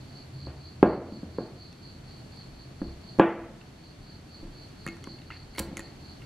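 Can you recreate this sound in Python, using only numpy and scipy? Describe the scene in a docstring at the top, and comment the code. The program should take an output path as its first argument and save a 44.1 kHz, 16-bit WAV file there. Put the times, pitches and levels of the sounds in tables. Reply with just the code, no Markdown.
"""Indoors, a camera's stereo microphone close to a wooden table. From the start there is hiss and a
low hum, and an insect far outside clicks its wings in four chirps a second. Half a second in, a ceramic
bowl is set down and rocks: the table top booms, the room rings on, chopsticks tick on the glaze.
The bowl knocks again around three seconds; after the loudest knocks the camera briefly lowers its gain.
From about five seconds the chopsticks clatter and skid in the bowl, among lighter knocks."""
import sys
import numpy as np
from scipy import signal
from scipy.fft import rfft, irfft, next_fast_len
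from scipy.io import wavfile
from scipy.ndimage import uniform_filter1d, minimum_filter1d

SR = 44100
rng = np.random.default_rng(int(sys.argv[2]) if len(sys.argv) > 2 else 0)


def persist_wave(psi):
    """Save psi, clipped to +-1, as 16-bit WAV."""
    counts = np.round(np.clip(psi, -1, 1) * 32767).astype(np.int16)
    wavfile.write(sys.argv[1], SR, np.atleast_2d(counts).T)


N = 275972
T = np.arange(N) / SR
SIZE = next_fast_len(2 * N)
HZ = np.maximum(np.arange(SIZE // 2 + 1) * SR / SIZE, 1)

# Stereo width of far sound, side against mid: freq_hz, gain_db
SIDE_GAIN = [(60, -40), (290, -7), (640, -3.5), (1400, -2), (3100, -2), (8000, 0.5)]
# Spectrum of the hiss: freq_hz, density_db
HISS_TONE = [(15, -50.5), (25, -7), (120, 1.5), (293, -3.5), (503, -14), (695, -13.5), (988, -19),
             (1370, -20.5), (3600, -25.5), (5140, -29.5), (6560, -32), (13200, -42.5), (16000, -76)]
# Bands of the hum: centre_hz, width_hz, relative_db
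HUM_BANDS = [(85.2, 11, -9.5), (131.4, 20.4, -7.5), (208, 120, -21.5), (310, 34, -23)]
# Slow swell of the hum: time_s, level_db
HUM_LEVEL = [(0.0, -51.5), (0.4, -42.5), (0.9, -42.5), (1.6, -49.5), (3.1, -53), (3.6, -54.5), (4.2, -50),
             (5.5, -52), (6.26, -49.5)]
# Insect outside: peak_s, level_db
INSECT_CHIRPS = [(-.06, -59), (.183, -63.5), (.425, -61.5), (0.676, -62.5), (.919, -63), (1.165, -65.5),
                 (1.42, -64), (1.655, -63), (1.893, -62.5), (2.14, -62.5), (2.39, -62.5), (2.623, -66.5),
                 (2.865, -66), (3.107, -64), (3.33, -80), (3.66, -78), (3.874, -68), (4.113, -64.5),
                 (4.375, -63.5), (4.62, -63.5), (4.87, -62.5), (5.12, -61), (5.368, -63), (5.61, -62),
                 (5.855, -63.5), (6.095, -62), (6.34, -66)]
# Its wing resonances: pitch_hz, level_db, t60_s
WING_MODES = [(4150, -9, .026), (4300, -2.5, .027), (4510, 0, .027)]
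# The table jolted or leaned on: start_s, pitch_hz, level_db
TABLE_WOBBLES = [(0.452, 72.3, -37), (.85, 68.7, -35.5), (2.56, 52, -48), (2.819, 32.2, -40),
                 (2.852, 66.4, -38.5), (3.98, 32, -47), (4.43, 30.2, -38.5), (5.59, 32, -45),
                 (5.588, 73, -38)]
# Bowl foot on wood: start_s, level_db, pitch_hz, contact_ms (for a 0 dB blow),
# top_db, room_db (both relative to the blow), room_cutoff_hz
BOWL_KNOCKS = [(0.47, -33, 334, 0.31, 1, 5, 6000), (0.8283, 3, 394, 1.29, -3.5, 1.5, 1530),
               (0.933, -16, 630, 0.98, -26, 1, 3000), (1.122, -19, 270, 3.04, 4, 8, 3000),
               (1.231, -17.5, 272, 2.2, -12.5, 2, 3020), (1.3846, -14, 482, 1.2, -3.5, 1.5, 1500),
               (1.406, -24, 520, 1.5, -3, -10, 1500), (2.8168, -9, 315, 3.94, 2.5, 2.5, 1500),
               (2.8266, -25, 280, 2.2, -5, -6.5, 1510), (3.1875, -16, 191, 1.04, 11.5, 10.5, 3000),
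               (3.1967, 0.5, 393, 0.63, -2, -7.5, 2500), (3.2027, -9, 368, 0.47, 1.5, 7.5, 2170),
               (4.429, -30, 325, 1.65, 12.5, 7, 3000), (4.865, -20, 173, 2.14, 4.5, -1, 3000),
               (4.877, -30, 302, 2, -5, -3, 3000), (4.886, -22, 340, 2.5, 5, -5, 3000),
               (5.073, -23, 350, 2, 2, -11, 3000), (5.14, -35, 358, 1.1, -8, -13, 3000),
               (5.582, -29, 363, 0.62, 7, 1.5, 6000), (5.601, -26.5, 200, 0.6, 10, 1, 6000),
               (5.607, -31, 250, 0.76, 8.5, 3, 3000), (5.673, -28, 190, 1.9, -8, 2, 3000),
               (5.688, -26, 190, 2.1, -16, 9, 3000), (5.7151, -23.5, 298, 2.6, 5, 3, 3000),
               (5.727, -25, 284, 1.4, -9, 5, 3000), (5.769, -36.5, 203, 0.56, 8, 5, 6000),
               (5.793, -38.5, 280, 0.29, 4.5, 0, 6060)]
# Long resonances of the table top: pitch_hz, level_db, t60_s
TOP_MODES = [(163, -8, 0.35), (220.7, -11, 0.72), (301, -9.5, 0.5), (336.4, 3.5, 0.56), (426, -12, 0.3),
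             (548.7, 6.5, 0.3), (699, -12, 0.83), (869, -6, 0.3), (880, -4, 0.62), (1002, 0.5, 0.2),
             (1071, -0.5, 0.37), (1237, -4.5, 0.34), (1373, 1, .3), (1624, 2, 0.28)]
# Colour of a knock as top and room give it back: freq_hz, gain_db
ROOM_SEND_TONE = [(50, -37), (120, -12.5), (200, -4.5), (340, -2.5), (560, 0.5), (900, -9), (1600, -7),
                  (2500, -5), (3600, -8), (5500, -53.5), (12000, -54)]
# Decay of the room: freq_hz, t60_s
ROOM_DECAY = [(100, 0.6), (300, 0.48), (1000, 0.57), (2000, 0.6), (3500, 0.45), (7000, 0.24), (14000, 0.2)]
# Tip or foot on the glaze: start_s, level_db, pitch_hz, overtone_db, edge_hz, edge_db, bowl_db
# (the last three levels relative to the tick)
GLAZE_TICKS = [(0.829, -26, 1380, -11, 5700, -27, -55.5), (0.829, -29, 2450, -14, 4100, -16, -52),
               (0.933, -33, 1000, -10, 6850, -40, -52), (1.122, -52, 2100, 2, 6830, -30, -50),
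               (1.728, -51, 2640, 2, 6000, -2, -38), (2.3635, -72, 2700, 5, 9000, 12, -60),
               (2.8175, -40, 1260, -11, 6850, -40, -52), (3.189, -50, 2560, -1, 6900, 2.5, -37),
               (3.1961, -16, 1310, -5, 6750, -31, -41), (3.197, -27, 2530, -22, 6800, -34.5, -40),
               (3.201, -53.5, 2050, -2, 6850, -0.5, -24), (3.29, -62, 2480, -3, 6000, 2, -50),
               (3.613, -43.5, 2720, -5, 6850, -32, -51), (4.6864, -74, 2930, -3, 6850, 16, -10),
               (4.865, -30.5, 1870, -5.5, 7140, -8.5, -19), (4.8766, -34, 1880, -3, 6640, -7.5, -32),
               (4.8854, -37, 1950, -3, 6900, -8, -13), (4.958, -75, 2500, -3, 10500, 12, -40),
               (4.9682, -54, 1460, -3, 6200, 0, -34), (5.041, -41.5, 2100, 5, 6200, 0, -42),
               (5.072, -46, 1100, 5, 10500, -11, -40), (5.1864, -50, 2620, -1, 6850, -16, -20),
               (5.2185, -47.5, 2850, 2, 6850, -15, -23), (5.3035, -38, 1320, -15, 6850, -35, -28),
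               (5.304, -36, 2740, -15, 6850, -30, -38), (5.3105, -40, 2080, -2, 6850, -30, -22),
               (5.321, -41, 2620, -15, 6850, -30, -23), (5.33, -53, 2000, -3, 6850, -30, -25),
               (5.5505, -47.5, 2050, 2, 10000, -7, -12), (5.5614, -49, 2220, 0, 7500, 0, -27),
               (5.5763, -45, 2050, 2, 10500, 3, -20), (5.581, -40, 3150, -5, 9500, -10, -30),
               (5.77, -33, 2170, -11, 6740, 0.5, -34), (5.7774, -40, 1980, -3, 6500, 0, -29),
               (5.794, -37.5, 1880, -4, 7200, -1, -28), (5.804, -44, 1890, 2, 6850, -2, -40),
               (6.22, -46, 2780, -7, 6850, -25, -19)]
# Bright crack of a tick: edge_ratio, level_db, t60_s
EDGE_MODES = [(1, 7.5, 0.0028), (1.42, 1, 0.003), (1.8, -5, 0.0025), (.56, -3, 0.003)]
# Ring of the bowl wall: pitch_hz, level_db, t60_s
BOWL_MODES = [(1012, -8, .06), (2159, 7, .12), (2800, -5, .025), (1350, -5, .03)]
# A tip sliding on the glaze: start_s, length_s, level_db, treble_db_per_octave
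TIP_SKIDS = [(5.306, 0.068, -58, -15), (5.5823, 0.0043, -35, -4.5), (5.5911, 0.007, -33.5, 4)]
# Spectrum of that friction: freq_hz, density_db
FRICTION_TONE = [(470, -31), (800, -9), (1300, -12), (2050, -4.5), (3300, -13), (4800, -13.5), (5940, -17),
                 (8440, -14.5), (16000, -28)]


def undb(db):
    """Gain of a dB value."""
    return 10 ** (np.asarray(db) / 20)


def level(x, db):
    """Scales to an rms level."""
    return x * undb(db) / np.sqrt(np.mean(x ** 2))


def shape(x, gain):
    """Filters by a response given at every frequency."""
    return irfft(rfft(x, SIZE) * gain, SIZE)[..., :N]


def over_hz(points, at_hz=HZ):
    """Reads a (Hz, value) table along a log frequency axis."""
    hz, values = np.transpose(points)
    return np.interp(np.log(at_hz), np.log(hz), values)


def ring(modes, seconds):
    """Response of (Hz, dB, t60) modes to a tap."""
    t = T[:int(seconds * SR)]
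    return sum(undb(db - 60 * t / t60) * np.sin(2 * np.pi * hz * t) for hz, db, t60 in modes)


def add(track, start_s, sound):
    """Mixes a sound in at a time."""
    i = int(start_s * SR)
    track[i:i + len(sound)] += sound[:N - i]


def walk(rate_hz):
    """Random steps, smoothed twice; spread near 1."""
    k = int(SR / rate_hz)
    steps = np.repeat(rng.standard_normal(N // k + 1), k)
    return 1.3 * uniform_filter1d(uniform_filter1d(steps, k), k)[:N]


def wide(mid, side, side_db=0):
    """Left and right of a sound from all around; both microphone ports hear the same bass."""
    side = shape(side, undb(over_hz(SIDE_GAIN) + side_db))
    return np.array([mid + side, mid - side])


def background():
    """Room tone: smooth hiss, a hum of wavering narrow bands, a deep rumble that comes and goes."""
    hiss = level(wide(*shape(rng.standard_normal((2, N)), undb(over_hz(HISS_TONE)))), db=-52)
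    hum = 0
    for hz, width_hz, db in HUM_BANDS:
        band = shape(rng.standard_normal(N), 1 / (1 + (2 * (HZ - hz) / width_hz) ** 2))
        hum += level(band, db) * undb(2.2 * walk(6))
    hum *= undb(np.interp(T, *np.transpose(HUM_LEVEL)))
    rumble = level(shape(rng.standard_normal(N), 1 / (1 + ((HZ - 38) / 16) ** 4)), db=-65)
    return hiss * undb(.7 * walk(2.86)) + hum + rumble * undb(4 * walk(5.04))


def insect(clicks_per_s=215, throb_hz=85, rise_s=.078, fall_s=.062):
    """Far outside, quick wing clicks throb; each chirp swells slowly and falls faster."""
    jitter, strength = rng.standard_normal((N // 150, 2)).T
    at = np.cumsum(SR / clicks_per_s * (1 + .15 * jitter)).astype(int)
    clicks = np.zeros(N)
    clicks[at[at < N]] = undb(2.5 * strength)[at < N]
    throb_cycles = np.cumsum(throb_hz * (1 + .08 * walk(12))) / SR
    throb = undb(2.2 * np.sin(2 * np.pi * throb_cycles))
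    swell = undb(-84)  # faint buzz between chirps
    for peak_s, db in INSECT_CHIRPS:
        slope_s = np.where(T < peak_s, rise_s, fall_s)
        swell += undb(db) * np.exp(-np.abs((T - peak_s) / slope_s) ** 1.64)
    scrape = np.hanning(100) * np.sin(2 * np.pi * 4410 * T[:100])
    stroke = np.convolve(ring(WING_MODES, .05), scrape)
    song = level(shape(clicks, rfft(stroke, SIZE)) * throb, 2.77) * swell
    # at this distance much of it arrives by scattered paths
    paths = rng.standard_normal((2, 8000)) * undb(-60 * T[:8000] / .25)
    return .94 * song + wide(*shape(song, undb(-32) * rfft(paths, SIZE)))


def wobbles(rise_s=.011, fall_s=.074):
    """Deep sways of the table that swell and die within a few cycles."""
    out = np.zeros(N)
    t = T[:SR // 2]
    envelope = (1 - np.exp(-t / rise_s)) * np.exp(-t / fall_s)
    for start_s, hz, db in TABLE_WOBBLES:
        add(out, start_s, undb(db) * envelope * np.sin(2 * np.pi * hz * t))
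    return out


def knocks(onset_delay_s=.00042):
    """Each blow of the bowl thuds and rings the table top; gives the close sound and the room's feed."""
    thud, top, to_room = np.zeros((3, N))
    for start_s, db, hz, full_contact_ms, top_db, room_db, cutoff_hz in BOWL_KNOCKS:
        # elastic contact: weaker blows last longer and sound duller
        contact_ms = full_contact_ms * undb(-db / 5)
        push = np.exp(-T[:300] * 5000 / contact_ms)
        push = np.convolve(push, push) / push.sum() ** 2
        low_modes = [(hz, 0, .022), (2.064 * hz, -5, .015), (2.92 * hz, -10, .012), (2.6 * hz, -16, .01)]
        high_modes = [(1060, -14.5 + db / 2, .03), (1650, -9 + db / 2, .02)]
        dull_push = signal.lfilter(*signal.butter(2, cutoff_hz, fs=SR), push)
        onset_s = start_s + onset_delay_s  # the thud sounds a moment after the listed start
        add(thud, onset_s, undb(db) * np.convolve(push, ring(low_modes + high_modes, .06)))
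        add(top, onset_s, undb(db + top_db) * push)
        add(to_room, onset_s, undb(db + room_db) * dull_push)
    # a small top radiates no deep bass
    thud = signal.sosfilt(signal.butter(3, 150, "high", fs=SR, output="sos"), thud)
    boom = shape(top, undb(-27) * rfft(ring(TOP_MODES, 1.2), SIZE))
    return thud + boom, shape(to_room, undb(over_hz(ROOM_SEND_TONE)))


def room(x, gap_s=.0011, build_s=.0089):
    """Dense echoes after a short gap, each octave dying at its own rate."""
    noise, tail = rng.standard_normal((2, N)), 0
    for hz in 60 * 2. ** np.arange(9):
        octave = shape(noise, np.clip(1 - np.abs(np.log2(HZ / hz)), 0, 1))
        widen_db = np.array([[0], [6]]) * np.clip(np.log2(hz / 500), 0, 2)  # more side in the treble
        tail += octave * undb(widen_db - 60 * T / over_hz(ROOM_DECAY, hz))
    tail *= np.clip((T - gap_s) / build_s, 0, 1)
    return wide(*shape(x, rfft(tail, SIZE)), side_db=-22.5)


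def ticks():
    """A tick rings the chopstick briefly, cracks at the tip and sets the bowl wall ringing."""
    out = np.zeros(N)
    soft_push = np.hanning(14) / 6.5  # wood yields
    for start_s, db, hz, overtone_db, edge_hz, edge_db, bowl_db in GLAZE_TICKS:
        chatter = rng.standard_normal(260) * undb(-17 - 60 * T[:260] / .012)
        landing = np.append(1, chatter)
        edge = ring([(min(k * edge_hz, 15000), mode_db, t60) for k, mode_db, t60 in EDGE_MODES], .03)
        edge *= np.minimum(T[:len(edge)] / .0003, 1)
        stick = ring([(.72 * hz, -9, .014), (hz, 0, .018), (1.35 * hz, overtone_db, .012)], .05)
        add(out, start_s, undb(db + bowl_db) * ring(BOWL_MODES, .3))
        add(out, start_s, undb(db + edge_db) * np.convolve(landing, edge))
        add(out, start_s, undb(db) * np.convolve(np.convolve(landing, soft_push), stick))
    # a thin stick radiates no bass, and the very top is lost
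    return shape(out, 1 / (1 + (HZ / 15000) ** 12) / (1 + (800 / HZ) ** 4))


def gain_duck(x, threshold=.29, window_s=.0094, hold_s=.16, slew_s=.087):
    """The camera's gain cut, 0-1: the share of a short window over the threshold, held and slewed."""
    share = uniform_filter1d(1. * (x > threshold), int(window_s * SR))
    hold = int(hold_s * SR)
    held = -minimum_filter1d(-share, hold, origin=(hold - 1) // 2)
    step = 1 / (slew_s * SR)
    return signal.lfilter([step], [1, step - 1], held)


def skids(attack_s=.0003, release_s=.0005, trail_s=.014):
    """Dense uneven slips of wood on glaze: a quick rise, a hold, a quick fall with a faint trail."""
    slips = rng.standard_normal(N) * undb(2 * rng.exponential(1, N)) * (rng.random(N) < .4)
    out = 0
    for start_s, length_s, db, tilt_db in TIP_SKIDS:
        rise = np.exp(np.minimum(T - start_s, 0) / attack_s)
        after_s = np.maximum(T - start_s - length_s, 0)
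        fall = np.exp(-after_s / release_s) + undb(-19) * np.exp(-after_s / trail_s)
        tone_db = over_hz(FRICTION_TONE) + tilt_db * np.log2(np.maximum(HZ / 3000, 1))
        out += level(shape(slips, undb(tone_db)), db) * rise * fall
    return out


def off_axis(x, lag_s=1.1e-5, tilt_db=1.6):
    """The bowl stands off centre: the right port hears it later, and louder around 1500 Hz."""
    right_db = tilt_db / 2 / (1 + (np.log2(HZ / 1500) / .74) ** 4)
    right = undb(right_db) * np.exp(-1j * np.pi * HZ * lag_s)
    return shape(x, np.array([1 / right, right]))


def scene():
    """At the microphone: bowl and chopsticks close, the room around, the insect far off."""
    thuds, to_room = knocks()
    sticks = ticks() + skids()
    echoes = room(undb(-2.5) * to_room + undb(-42) * sticks)
    return off_axis(thuds + sticks) + echoes + insect() + wobbles() + background()


def record(dry, full_duck_db=-16.5, top_hz=15700):
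    """The camera ducks its gain after loud knocks, rounds the peaks and cuts the highest treble."""
    duck = gain_duck(np.abs(dry).max(axis=0))
    rounded = np.tanh(1.49 * dry * undb(full_duck_db * duck))
    return signal.sosfilt(signal.ellip(8, .2, 70, top_hz, fs=SR, output="sos"), rounded)


dry = scene()
out = record(dry)
persist_wave(out)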